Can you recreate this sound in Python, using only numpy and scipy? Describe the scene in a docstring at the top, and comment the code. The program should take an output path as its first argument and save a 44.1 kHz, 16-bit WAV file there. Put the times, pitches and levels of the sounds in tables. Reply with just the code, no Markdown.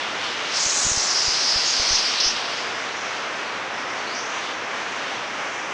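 """Waterfall and swifts in a canyon

Countless splashes merge into a steady rush; rock walls smear a far colony's calls into a soft din.
A flock of swift-like birds sweeps past, its buzzing screams merging into a high, falling whoosh.
Each scream is a whistle chopped into rapid pulses. A few birds call close by, more chatter far off.
Puffs of air bump the one small microphone as the flock passes."""
import sys
import numpy as np
from scipy import signal
from scipy.fft import rfft, irfft, next_fast_len
from scipy.io import wavfile
from scipy.ndimage import uniform_filter1d

SR = 44100
rng = np.random.default_rng(int(sys.argv[2]) if len(sys.argv) > 2 else 0)


def output_pcm(signal):
    """Save a mono or channel-first signal as 16-bit PCM at the path in sys.argv[1].

    Samples are clipped to [-1, 1] before scaling.
    """
    pcm = np.clip(np.atleast_2d(signal).T, -1, 1) * 32767
    wavfile.write(sys.argv[1], SR, np.round(pcm).astype(np.int16))


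N = 252693
TIME_S = np.arange(N) / SR

# falling water: freq_hz, relative_density_db
WATER_SPECTRUM = [(30, -35), (60, -29), (100, -14), (160, -13), (250, -7), (450, -3.5), (800, -0.85),
                  (1300, 0.0), (2300, -2), (3200, -8), (4200, -19.5), (6000, -12), (7500, -25),
                  (10000, -42)]
# treble contour, shared by colony din and spray: time_s, relative_level_db
TREBLE_CONTOUR = [(0.0, -33), (0.17, -37.5), (0.24, -30), (0.41, -34.5), (0.54, -32), (0.83, -36),
                  (1.32, -32.5), (2.22, -28), (2.79, -38), (4.0, -41), (4.07, -40.5), (4.26, -41.5),
                  (4.47, -36.5), (4.72, -44), (5.12, -36.5), (5.73, -48)]
# colony din off the rock walls: freq_hz, relative_density_db
DIN_SPECTRUM = [(1600, -27.5), (2200, -4), (2800, 3), (3500, 3), (4500, -2), (6000, -10.5), (7500, -21),
                (10000, -34)]
# breathy edge of the flock's screams: freq_hz, relative_density_db
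BREATH_SPECTRUM = [(2500, -16.5), (4000, 12.5), (6000, 6), (7500, 5), (8300, -1.5), (9000, -4.5),
                   (10000, -12)]
# air puffs on the microphone: start_s, pressure_db
AIR_PUFFS = [(0.662, -25), (0.852, -23), (0.865, -19), (0.915, -20), (0.973, -22.5), (1.28, -24),
             (1.558, -25), (1.796, -26.5), (1.907, -25), (1.931, -27), (2.260, -31)]
# single screams: start_s, length_s, pitch_hz, glide_octaves, level_db
SINGLE_SCREAMS = [(0.795, 0.16, 6740, 0, -29), (1.11, 0.17, 4960, -0.0083, -25.5),
                  (1.251, 0.19, 4930, -0.067, -29), (1.429, 0.24, 5000, 0.015, -24.5),
                  (1.682, 0.25, 4800, 0, -31), (1.758, 0.09, 6130, 0.07, -28.5),
                  (1.88, 0.14, 6090, 0.1, -26.5), (1.915, 0.085, 5300, -0.086, -20.5),
                  (1.997, 0.11, 4930, -0.11, -27.5), (2.176, 0.028, 4130, 0.13, -24.5),
                  (2.199, 0.128, 5350, 0.1, -19), (2.506, 0.15, 4800, 0.15, -38),
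                  (4.07, 0.15, 4750, 0.3, -36), (4.145, 0.1, 5970, 0.13, -35.5),
                  (4.418, 0.1, 3490, 0.04, -42), (5.09, 0.1, 5650, 0.18, -50)]


def from_db(db):
    """Decibels to gain."""
    return 10 ** (np.asarray(db) / 20)


def unit_rms(x):
    """Scale to unit rms."""
    return x / np.sqrt(np.mean(x ** 2) + 1e-20)


def drift(rate_hz, size=N):
    """Random wander of unit spread, rate_hz knots a second."""
    knots = rng.standard_normal(size // 8 + 2)
    return np.interp(np.arange(size) * rate_hz / SR, np.arange(len(knots)), knots) * np.sqrt(3 / 2)


def cut(x, hz, kind, order=2):
    """Causal low- or high-pass."""
    return signal.sosfilt(signal.butter(order, hz, kind, fs=SR, output="sos"), x)


def coloured_noise(spectrum):
    """Unit-rms noise with the given spectrum."""
    size = next_fast_len(N)
    hz, db = np.transpose(spectrum)
    log_bins = np.log(np.maximum(np.fft.rfftfreq(size, 1 / SR), 1))
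    gain = from_db(np.interp(log_bins, np.log(hz), db))
    return unit_rms(irfft(rfft(rng.standard_normal(size)) * gain, size)[:N])


def treble_swing_db():
    """Treble contour about its mean."""
    level_db = np.interp(TIME_S, *np.transpose(TREBLE_CONTOUR))
    return level_db - level_db.mean()


def waterfall(level_db=-28, churn_db=0.3, spray_hz=2220, spray_db=-2.0, flutter_db=1.44):
    """Splashes merge into a rush; its top swells and sinks with the spray."""
    rush = coloured_noise(WATER_SPECTRUM)
    # zero-phase split: body and spray add in phase
    body = cut(cut(rush, spray_hz, "low")[::-1], spray_hz, "low")[::-1]
    spray = (rush - body) * from_db(spray_db + 0.13 * treble_swing_db() + flutter_db * drift(14))
    return from_db(level_db - churn_db * drift(16)) * (body + spray)


def colony(mean_db=-36, flutter_db=0.46):
    """Far calls, smeared by the walls into a soft din."""
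    level_db = mean_db + 1.105 * treble_swing_db() + flutter_db * drift(25)
    return from_db(level_db) * coloured_noise(DIN_SPECTRUM)


def scream(pitch_hz, sweep, rasp, pulse_hz=323.3, overtone_db=-34):
    """A whistle chopped into rapid, unsteady chirps; sweep and rasp are fractions of the pitch."""
    size = len(pitch_hz)
    pulse_phase = 2 * np.pi * np.cumsum(pulse_hz * np.exp(0.2 * drift(40, size))) / SR
    chirp_hz = pitch_hz * (1 + sweep * np.sin(pulse_phase) + rasp * drift(1500, size))
    phase = 2 * np.pi * np.cumsum(chirp_hz) / SR
    whistle = np.sin(phase) + from_db(overtone_db) * np.sin(2 * phase)
    pulses = (1 + 0.99 * np.cos(pulse_phase)) * from_db(2.6 * drift(160, size))
    return unit_rms(pulses * whistle)


def canyon(x, wet_db, t60_s):
    """Direct sound plus a dense tail scattered by rough rock."""
    t = np.arange(SR) / SR
    tail = rng.standard_normal(SR) * from_db(-60 * t / t60_s) * (t > 0.008)
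    wet = signal.fftconvolve(x, tail / np.linalg.norm(tail))[:len(x)]
    return (x + from_db(wet_db) * wet) / np.sqrt(1 + from_db(2 * wet_db))


def far_chatter(count=7, level_db=-43.5, calling_db=15.0, fade_from_s=4.2, fade_db_per_s=4):
    """Distant birds call on and off, half voice, half echo; they fade after the flock."""
    voices = 0
    for centre_hz in np.geomspace(4400, 6200, count):
        calling = from_db(calling_db * np.minimum(drift(11), 1))
        pitch_hz = centre_hz * np.exp(0.06 * drift(8))
        voices += calling * scream(pitch_hz, sweep=0.076, rasp=0.033)
    fade_db = fade_db_per_s * np.maximum(TIME_S - fade_from_s, 0)
    return from_db(level_db - fade_db) * unit_rms(canyon(voices, wet_db=0.0, t60_s=0.67))


def flock(count=14, level_db=-22.5, calling_db=3.0, lowpass_hz=7600):
    """Many birds scream at once; their common pitch climbs as they sweep in, sinks as they pass."""
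    rest_hz, crest_hz = 4922, 6615
    crest_s, climb_s, sink_s = 0.80, 0.17, 0.23
    arrive_s, rise_db_per_s = 0.565, 233
    leave_s, fall_db_per_s = 1.96, 27
    breath_db, breath_db_per_octave = -13, 17
    passing = (TIME_S > 0.42) & (TIME_S < 2.9)
    t = TIME_S[passing]
    width_s = np.where(t < crest_s, climb_s, sink_s)
    common_hz = rest_hz + (crest_hz - rest_hz) / (1 + ((t - crest_s) / width_s) ** 2)
    spread = 0.245 * np.exp(-0.21 * (t - arrive_s))   # pitches draw together
    voices = 0
    for rank in np.linspace(-1, 1, count):
        # outlying pitches: fewer, fainter birds
        own_hz = common_hz * np.exp(spread * (rank + rank ** 3) / 2 + 0.027 * drift(14, len(t)))
        voice = scream(own_hz, sweep=0.078, rasp=0.04)
        voices += voice * from_db(calling_db * drift(16, len(t)) - 3.0 * abs(rank))
    blend = cut(canyon(voices, wet_db=-11.0, t60_s=0.32), lowpass_hz, "low", order=4)
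    levelled = blend / np.sqrt(uniform_filter1d(blend ** 2, size=SR // 8))
    breath_gain = from_db(breath_db + breath_db_per_octave * np.log2(common_hz / rest_hz))
    breath = breath_gain * coloured_noise(BREATH_SPECTRUM)[passing]
    approach_db = rise_db_per_s * np.minimum(t - arrive_s, 0)
    recede_db = fall_db_per_s * np.minimum(leave_s - t, 0)
    out = np.zeros(N)
    out[passing] = (levelled + breath) * from_db(level_db + approach_db + recede_db)
    return out


def puffs(first_rise_s=0.00055, doubling_s=0.54, lowpass_hz=220, leak_hz=3.2):
    """Each puff pushes the diaphragm, which leaks back to rest; later pushes are slower."""
    out = np.zeros(N)
    for start_s, pressure_db in AIR_PUFFS:
        rise_s = first_rise_s * 2 ** ((start_s - AIR_PUFFS[0][0]) / doubling_s)
        age = np.clip((TIME_S - start_s) / rise_s, 0, 50)
        out += from_db(pressure_db) * age * np.exp(1 - age)
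    return cut(cut(out, lowpass_hz, "low"), leak_hz, "high", order=1)


def single_birds(attack_s=0.0036, fade_share=0.33, far_below_db=-34):
    """Gliding screams: loud ones are harshest; faint ones cross the canyon with more echo."""
    near, far = np.zeros((2, N))
    for start_s, length_s, centre_hz, glide_octaves, level_db in SINGLE_SCREAMS:
        t = np.arange(int(length_s * SR)) / SR
        pitch_hz = centre_hz * 2 ** (glide_octaves * (t / length_s - 0.5))
        attack = np.clip(t / attack_s, 0, 1)
        fade = np.clip((length_s - t) / (fade_share * length_s), 0, 1)
        if level_db < far_below_db:
            bus, sweep = far, 0.055
        else:
            bus, sweep = near, np.interp(level_db, [-24.5, -21], [0.018, 0.11])
        call = from_db(level_db) * attack * fade * scream(pitch_hz, sweep, rasp=0.028)
        at = int(start_s * SR)
        bus[at:at + len(t)] += call[:N - at]
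    return canyon(near, wet_db=-15.0, t60_s=0.6) + canyon(far, wet_db=-2.5, t60_s=0.6)


def scene():
    """Water, birds and puffs at one microphone, on both channels."""
    mono = waterfall() + colony() + far_chatter() + flock() + single_birds() + puffs()
    return np.stack([mono, mono])


def record(dry, threshold_db=-27.5, reduction_db_per_db=0.095, cutoff_hz=10000):
    """Gentle gain control on loud passages, then a steep low-pass."""
    power = cut(dry[0] ** 2, hz=6.8, kind="low", order=1)
    level_db = 10 * np.log10(np.maximum(power, 1e-12))
    gain = from_db(-reduction_db_per_db * np.maximum(level_db - threshold_db, 0))
    lowpass = signal.ellip(12, 0.1, 80, cutoff_hz, fs=SR, output="sos")
    return signal.sosfilt(lowpass, dry * gain)


dry = scene()
out = record(dry)
output_pcm(out)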